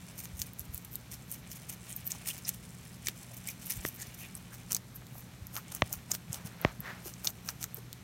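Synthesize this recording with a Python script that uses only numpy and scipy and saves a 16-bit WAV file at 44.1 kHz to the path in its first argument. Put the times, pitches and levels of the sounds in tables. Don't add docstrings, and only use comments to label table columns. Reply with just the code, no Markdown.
import sys
import numpy as np
from scipy import signal
from scipy.fft import rfft, irfft, next_fast_len
from scipy.io import wavfile
from scipy.ndimage import map_coordinates

SR = 44100
rng = np.random.default_rng(int(sys.argv[2]) if len(sys.argv) > 2 else 0)


def wav_out(sig):
    wavfile.write(sys.argv[1], SR, np.round(np.clip(np.atleast_2d(sig).T, -1, 1) * 32767).astype(np.int16))


N = 354123


def amp(db):
    return 10 ** (np.asarray(db) / 20)


def unit(x):
    return x / np.sqrt(np.mean(x ** 2) + 1e-20)


def sized(x, db, seconds):
    return x * amp(db) * np.sqrt(seconds * SR / (np.sum(x ** 2) + 1e-20))


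def around_zero(half):
    return np.arange(-half, half) / SR


def along(points, hz):
    f, value = np.transpose(points)
    return np.interp(np.log(hz + 1), np.log(f + 1), value)


def add(track, s, x):
    start = round(s * SR)
    a, b = max(start, 0), min(start + len(x), N)
    track[a:b] += x[a - start:b - start]


def wobble(rate):
    knots = rng.standard_normal(int(N * rate / SR) + 4)
    return map_coordinates(knots, [np.arange(N) * rate / SR])


def response(gain_db, size=512, lag=lambda hz: 0):
    hz = np.fft.rfftfreq(size, 1 / SR)
    cepstrum = irfft(np.log(amp(gain_db(hz)) + 1e-6))
    cepstrum[1:size // 2] *= 2
    cepstrum[size // 2 + 1:] = 0
    return irfft(np.exp(rfft(cepstrum) - 2j * np.pi * lag(hz)))


def coloured(x, spectrum, size=1024):
    (low_hz, low_db), (high_hz, high_db) = spectrum[0], spectrum[-1]
    closed = [(low_hz / 2, low_db - 20), *spectrum, (high_hz * 2, high_db - 20)]
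    return signal.fftconvolve(x, response(lambda hz: along(closed, hz), size))[:len(x)]


def band_limited(x):
    size = next_fast_len(len(x) + 256)
    passes = np.fft.rfftfreq(size, 1 / SR) < 16100
    return irfft(rfft(x, size) * passes, size)[:len(x)]


def bending(delay):
    return lambda hz: 2 * delay * np.sqrt(1e3 * hz)


def swell(t, length, skirt, attack=1.14):
    steepness = skirt / 2 * np.where(t < 0, attack, 1)
    return (1 + (2 * t / length) ** 4) ** -steepness


def grains(count, rate, spread_db):
    happens = rng.random(count) < rate / SR
    size = amp(spread_db * np.minimum(rng.standard_normal(count), 2))
    return happens * size * rng.choice([-1, 1], count)


def splinter(t60, ring):
    t = np.arange(SR // 200) / SR
    crack = ring * rng.standard_normal(len(t)) * amp(-60 * t / t60)
    crack[0] += 1
    return crack


def crackle(length, rate, spread_db, count):
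    patches = []
    for _ in range(count):
        ruptures = grains(length, rate / count, spread_db)
        patches.append(signal.fftconvolve(ruptures, splinter(t60=0.0029, ring=1.0))[:length])
    return unit(sum(patches))


# f/Hz, mean level/dB rms
HUM_PARTIALS = [(60, -82), (120, -56), (180, -60), (240, -69.5)]
# f/Hz, relative level/dB
AIR_COLOUR = [(25, -30.5), (48, -2.5), (100, 0), (185, -0.5), (330, -11.5), (775, -17.5), (2000, -19),
              (2900, -24), (4200, -20), (4900, -24), (6700, -28.5), (10400, -24.5), (13600, -30),
              (16000, -39)]


def room():
    t = np.arange(N) / SR
    hum = np.zeros(N)
    for hz, db in HUM_PARTIALS:
        level = np.sqrt(2) * amp(db + 0.53 * wobble(13))
        hum += level * np.sin(2 * np.pi * hz * t + 0.11 * wobble(2.06))
    # f/Hz, relative level/dB
    drone_colour = [(40, -15.5), (60, 2.5), (95, -11.0), (135, 1.0), (175, 3.5), (230, -10.5), (330, -17.5)]
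    drone = unit(coloured(rng.standard_normal(N), drone_colour, size=8192))
    air = unit(coloured(rng.standard_normal(N), AIR_COLOUR, size=8192))
    return hum + amp(-58.0 + 0.51 * wobble(7.2)) * drone + amp(-53.5) * air


def nearby(x, t60, wet_db):
    t = np.arange(SR // 8) / SR
    tail = rng.standard_normal(len(t)) * amp(-60 * t / t60) * (t > .001)
    return x + amp(wet_db) * signal.fftconvolve(x, tail / np.linalg.norm(tail))[:N]


# centre t/s, length/s, level/dB, share of scrape [0-1]
BRUSH_STROKES = [(6.364, 0.11, -56.5, .1), (6.551, 0.31, -58.5, .1), (6.659, 0.11, -48.5, .05),
                 (6.884, 0.098, -44.5, 0.55), (6.971, 0.13, -57, 0.15)]
# f/Hz, relative level/dB
FUR_COLOUR = [(250, -2.5), (650, 2), (1200, 1.5), (2200, -1.5), (3000, -7.5), (4300, -6.5), (8000, -25),
              (13000, -20)]
# f/Hz, relative level/dB
SCRAPE_COLOUR = [(1000, -22), (1400, -6), (1850, -3), (2300, -16)]


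def brushing():
    out, t = np.zeros(N), around_zero(SR // 4)

    def slips(colour, length):
        stroke = grains(len(t), rate=3100, spread_db=-2) * swell(t, length, skirt=2.4)
        return unit(coloured(stroke, colour))

    for s, length, db, scrape_share in BRUSH_STROKES:
        soft = (1 - scrape_share) * slips(FUR_COLOUR, length)
        scrape = scrape_share * slips(SCRAPE_COLOUR, length)
        add(out, s + t[0], sized(soft + scrape, db, length))
    return out


# t/s, level/dB (held for 7.9 ms), tilt/dB per octave,
# travel time at 1 kHz/s, rebound delay/s
CAMERA_TAPS = [(3.8507, -32, 1.6, 0.0006, 0.00057), (5.8205, -20.5, 2, 0.0011, 0.00032),
               (6.6482, -18, -0.63, 0.00131, 0.00036)]
# f/Hz, relative level/dB
CASE_COLOUR = [(25, -26), (52, 4.5), (95, 7.5), (320, -1.5), (450, -6), (620, 3.5), (800, -3.5),
               (1150, 2.5), (1480, -8.5), (1900, 1), (2800, -12.5), (4100, -15), (4900, -22), (6100, -30),
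               (7500, -42), (16000, -53)]
# t/s, level of the swing before its fade/dB, f/Hz
BUMPS_AND_TAP_BODIES = [(0.346, -37, 72), (0.411, -40, 75), (0.612, -40, 80), (0.699, -38.5, 69),
                        (0.75, -37, 73), (3.777, -35, 111), (3.796, -38, 60), (3.8519, -31, 332),
                        (5.125, -40, 152), (5.428, -35.5, 91), (5.83, -24.5, 90.5), (5.979, -41.5, 77),
                        (6.306, -30.5, 131), (6.453, -31, 152), (6.652, -26.5, 340), (6.659, -28, 79),
                        (6.798, -35, 166)]


def handling():
    out = np.zeros(N)
    for s, db, tilt, dispersion, rebound in CAMERA_TAPS:
        case = lambda hz: along(CASE_COLOUR, hz) + tilt * np.log2((hz + 20) / 1e3)
        knock = response(case, size=8192, lag=bending(dispersion))
        bounced = 0.43 * np.roll(knock, round(rebound * SR))
        add(out, s, sized(knock + bounced, db, 0.0079))
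    t = around_zero(SR // 10)
    for s, db, hz in BUMPS_AND_TAP_BODIES:
        fade = np.exp(-(hz * t / 0.71) ** 2)
        add(out, s + t[0], amp(db) * fade * np.sin(2 * np.pi * hz * t))
    return out


# t/s, wet squelch level/dB, fine crackle level/dB (before trim and sway)
GRIND_LEVELS = [(0.0, -57.5, -53.5), (0.56, -62.5, -64.5), (1.41, -59, -59), (2.33, -55, -52.5),
                (2.57, -59.5, -54.5), (3.06, -60.5, -57.5), (3.84, -54, -50), (3.96, -56, -58),
                (4.25, -56.5, -58.5), (4.81, -65, -62), (5.46, -62, -65), (5.75, -55, -55),
                (6.19, -61, -62), (6.57, -62, -64), (7.2, -60.5, -58.5), (8.03, -62, -69)]
# f/Hz, relative level/dB
SQUELCH_COLOUR = [(300, -18.5), (700, -0.5), (1500, -6.5), (2300, 1), (3000, -1.5), (4200, -6), (7000, -18)]
# f/Hz, relative level/dB
CRACKLE_COLOUR = [(3000, -21), (5000, -3.5), (6200, -5.5), (8500, 0), (10500, 4), (12500, -7.5),
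                  (16000, -8)]


def grinding():
    t, trim_db = np.arange(N) / SR, -4.0
    s, squelch_db, crackle_db = np.transpose(GRIND_LEVELS)
    jaw = wobble(22)
    squelch_sway_db = 1.5 * jaw + 1.5 * wobble(35)
    fizz_sway_db = 3 * jaw
    squelch = unit(coloured(grains(N, rate=3000, spread_db=8.5), SQUELCH_COLOUR))
    fizz = unit(coloured(crackle(N, rate=900, spread_db=7, count=6), CRACKLE_COLOUR))
    squelch *= amp(np.interp(t, s, squelch_db) + trim_db + squelch_sway_db)
    fizz *= amp(np.interp(t, s, crackle_db) + trim_db + fizz_sway_db)
    return squelch + fizz


# centre t/s (placed 1 ms ahead), length/s, level/dB, cavity f/Hz, width of each pass/Hz
MOUTH_SMACKS = [(0.955, 0.0077, -51.5, 4200, 1100), (1.366, .015, -55, 263, 90),
                (2.153, 0.0078, -51, 840, 600), (2.26, .005, -47, 2420, 900),
                (2.307, 0.017, -42, 2940, 600), (2.455, 0.011, -43, 5200, 1400),
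                (3.072, 0.0019, -32.5, 2250, 900), (3.085, 0.0039, -45, 370, 200),
                (3.314, .02, -57, 650, 250), (3.488, 0.022, -45.5, 2320, 500),
                (3.715, .029, -58, 1970, 400), (4.01, 0.051, -55.5, 1860, 450),
                (4.237, .04, -52.5, 2500, 900), (4.527, 0.025, -56, 1490, 500),
                (5.022, 0.0029, -50, 1040, 1100), (5.156, 0.0051, -52.5, 800, 600),
                (5.576, .027, -46, 1290, 940), (5.911, .009, -54.5, 770, 350),
                (6.102, .0058, -52.5, 930, 350), (7.061, 0.0082, -46, 380, 200),
                (7.2738, 0.0034, -23, 4500, 2200), (7.492, 0.0056, -39, 1420, 1100),
                (7.643, 0.0029, -41.5, 1540, 700), (7.782, 0.0052, -45, 454, 140)]


def smacks():
    out, t = np.zeros(N), around_zero(SR // 10)
    for s, length, db, hz, width_hz in MOUTH_SMACKS:
        burst = grains(len(t), rate=6300, spread_db=6.5) * swell(t, length, skirt=1.56)
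        b, a = signal.iirpeak(hz, hz / width_hz, SR)
        once = signal.lfilter(b, a, burst)
        twice = signal.lfilter(b, a, once)
        add(out, s - .001 + t[0], sized(twice, db, length))
    return out


def snap_colour(pitch_hz, width):
    hump = lambda hz: -2.4 * (np.log2((hz + 1) / pitch_hz) / width) ** 2
    click = lambda hz: -32 - 9 * np.log2(1 + 700 / (hz + 1))
    return lambda hz: np.maximum(hump(hz), click(hz))


# t/s, level/dB (held for 1.8 ms, before the layer trim), f/Hz,
# half-width of the hump/octaves (where it is 2.4 dB down)
FIBRE_SNAPS = [(0.2553, -38.5, 6600, 3.2), (0.3997, -38, 8100, .36), (0.4176, -24.5, 6700, .75),
               (0.4228, -35, 10000, 1.5), (0.534, -42.5, 12300, .33), (0.5945, -29, 11900, 0.34),
               (0.7455, -29.5, 13400, 0.34), (0.7777, -32.5, 11400, 0.55), (0.9556, -27.5, 10900, 0.25),
               (1.3157, -29.5, 12000, .3), (1.324, -30.5, 10200, 0.17), (1.6974, -33, 9250, 0.3),
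               (1.9275, -35, 7800, .15), (1.964, -31, 12300, 0.14), (2.0683, -32, 13100, 0.18),
               (2.1186, -27, 6860, .43), (2.4837, -28.5, 9000, .4), (2.4914, -20.5, 7240, 1.3),
               (3.0704, -24.5, 5930, 0.78), (3.085, -23, 6300, 1.5), (3.4734, -30, 9500, 0.23),
               (3.488, -32, 9300, 1.5), (3.7054, -26, 10800, 0.56), (3.8512, -36.5, 7000, 1.8),
               (3.8883, -30, 11700, 0.15), (4.02, -32.5, 8800, 0.19), (4.352, -31, 9300, .15),
               (4.709, -36, 7300, 1.4), (4.72, -21.5, 8250, 0.47), (4.73, -24, 9300, 1.5),
               (4.7475, -20.5, 7550, .44), (4.748, -26, 10800, 0.64), (4.7659, -27, 7040, 0.46),
               (4.7692, -40, 5900, 1.9), (5.068, -46, 8500, 1.8), (5.469, -37, 11000, 0.45),
               (5.5657, -29, 4870, 2.9), (5.7497, -27, 11000, 0.46), (5.9283, -24, 11400, 0.62),
               (6.1152, -28, 6800, 1.3), (6.1171, -20.5, 6640, 0.33), (6.15, -30.5, 9500, 1.7),
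               (6.33, -27.5, 8100, .37), (6.3442, -31, 8600, 1.4), (6.6152, -34, 12800, 0.24),
               (6.805, -32, 13500, .18), (7.1384, -41, 6400, 0.35), (7.246, -32, 8800, .64),
               (7.2739, -27, 5500, 2.8), (7.3037, -40, 9600, 0.62), (7.4884, -26.5, 5040, 0.19),
               (7.6282, -30, 8000, 0.88), (7.641, -27, 8000, 0.76), (7.745, -30.5, 12000, .2),
               (7.9292, -34.5, 5800, 4.2)]


def snaps():
    out, t = np.zeros(N), np.arange(SR // 100) / SR
    release = amp(-60 * t / .0019) + .1 * amp(-60 * t / .014)
    for s, db, pitch_hz, width in FIBRE_SNAPS:
        tear = rng.standard_normal(len(t)) * release
        tear[0] += 2.4
        stalk = response(snap_colour(pitch_hz, width), lag=bending(0.000615))
        snap = band_limited(signal.fftconvolve(tear, stalk))
        add(out, s, sized(snap, db, 0.0018))
    return amp(-2.04) * out


# t/s, length/s,
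# level/dB (before part levels and layer trim), brightness/dB, follow-up over the first/dB
CRUSH_ROWS = [(0.193, 0.034, -46, 2, -2.5), (0.405, 0.05, -46, 0.5, -8), (0.602, 0.035, -51.5, 1, -7.5),
              (0.756, 0.048, -52, 3, -13), (0.851, .01, -49, 6, -19), (0.937, 0.038, -54, 10, -15),
              (1.134, .038, -47, -1.5, -24), (1.327, 0.048, -48.5, 1, -14), (1.52, .027, -47.5, 0.5, -4),
              (1.697, 0.013, -41.5, 0.5, -7), (1.912, 0.05, -48.5, -5, -10), (1.967, 0.014, -47, 10, -15),
              (2.07, 0.02, -42.5, 12, -9), (2.112, .021, -45, -7.5, -10), (2.287, 0.038, -37, -2, -14),
              (2.384, 0.013, -50.5, 1, -15), (2.486, 0.03, -43, -8, -17), (2.543, .006, -46, -2, -18),
              (3.075, 0.036, -46, -9, -35), (3.342, 0.011, -52, 3, 1), (3.494, 0.049, -45.5, 0, -24),
              (3.623, .022, -52.5, -4, -11), (3.667, .02, -48, 13, -15), (3.714, 0.029, -36.5, -1, -17),
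              (3.768, 0.011, -48, 5, -18), (3.862, 0.037, -42.5, 1, -16), (3.956, 0.023, -53, 7, -8),
              (4.017, 0.043, -48, -4, -8), (4.148, .014, -51.5, 2, -10), (4.208, 0.041, -51.5, 3, -9),
              (4.364, .032, -54, 2, -18), (4.543, .027, -52.5, -3, -10), (4.716, 0.024, -44, -6, -2),
              (4.959, 0.02, -53.5, 15, -25), (5.175, 0.063, -57, 10, -17), (5.563, 0.045, -45.5, 3, -24),
              (5.7203, .006, -41.5, -3, -14), (5.757, 0.03, -49, 1, -13), (5.935, 0.036, -45.5, 5, -29),
              (6.114, .013, -40, -4, -9), (6.146, 0.022, -42, 3, -27), (6.346, 0.052, -49.5, -3, -25),
              (6.464, 0.024, -49, -3, -24), (7.073, .043, -46.5, 0.5, -17), (7.253, 0.015, -38.5, 4, -7),
              (7.483, 0.041, -46, 2, -29), (7.629, 0.041, -48.5, 0, -29), (7.774, 0.028, -52, 3, -19)]


def crushes():
    for s, length, db, bright_db, follow_up_db in CRUSH_ROWS:
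        yield s, length, db, bright_db
        yield s + .022 + .85 * length, .022, db + follow_up_db, bright_db


# f/Hz, relative level/dB
PULP_COLOUR = [(150, -14), (400, -0.5), (700, 1), (1200, 1), (1600, 1), (2400, -30)]
# f/Hz, relative level/dB
STEM_COLOUR = [(1200, -47), (1800, 14.5), (2400, 13), (3100, 16), (4000, 17), (5500, -17)]
# f/Hz, relative level/dB
LEAF_COLOUR = [(3000, -13.5), (4800, -3.5), (5800, -0.5), (7000, -2.5), (8000, -1.5), (9300, 5.5),
               (10500, 0), (13000, -11.5)]
# f/Hz, relative level/dB
SKIN_COLOUR = [(8000, -44.5), (10500, -2.5), (12000, 3.5), (14000, -0.5), (15600, -5), (17000, -35)]
# pulp, stem, leaf, skin [dB per dB of brightness]
BRIGHTNESS_SHIFT = (-0.22, -0.68, -0.34, 0.52)
BLADE_PULP_DB, STALK_PULP_DB, STEM_DB, LEAF_DB, SKIN_DB = -18, -7.5, -8.5, 1, 0
STALK_FROM_S = 4.3


def bites():
    out, t = np.zeros(N), around_zero(SR // 10)
    colours = (PULP_COLOUR, STEM_COLOUR, LEAF_COLOUR, SKIN_COLOUR)
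    wetness = (0.31, 0.28, 0.21, 0.18)
    for s, length, crush_db, bright_db in crushes():
        pulp_db = STALK_PULP_DB if s > STALK_FROM_S else BLADE_PULP_DB
        part_db = np.array([pulp_db, STEM_DB, LEAF_DB, SKIN_DB])
        levels = crush_db + part_db + bright_db * np.array(BRIGHTNESS_SHIFT)
        cells = crackle(len(t), rate=1150, spread_db=6, count=4) * swell(t, length, skirt=1.75)
        for colour, db, wet in zip(colours, levels, wetness):
            juice = unit(grains(len(t), rate=4300, spread_db=2.5)) * swell(t, length, skirt=0.7)
            add(out, s + t[0], sized(coloured(cells + wet * juice, colour), db, length))
    return amp(-1.8) * out


def scene():
    mouth = bites() + snaps() + smacks() + grinding()
    chewing = nearby(mouth, t60=0.046, wet_db=-11.5)
    return (chewing + handling() + brushing() + room())[None]


# f/Hz, gain/dB
MICROPHONE_TONE = [(3000, 0), (4700, -2.5), (6200, 4), (9200, -2), (10400, -6), (11800, 1.5), (15500, 1)]


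def record(dry):
    heard = signal.fftconvolve(dry[0], response(lambda hz: along(MICROPHONE_TONE, hz)))[:N]
    return band_limited(heard)[None]


dry = scene()
out = record(dry)
wav_out(out)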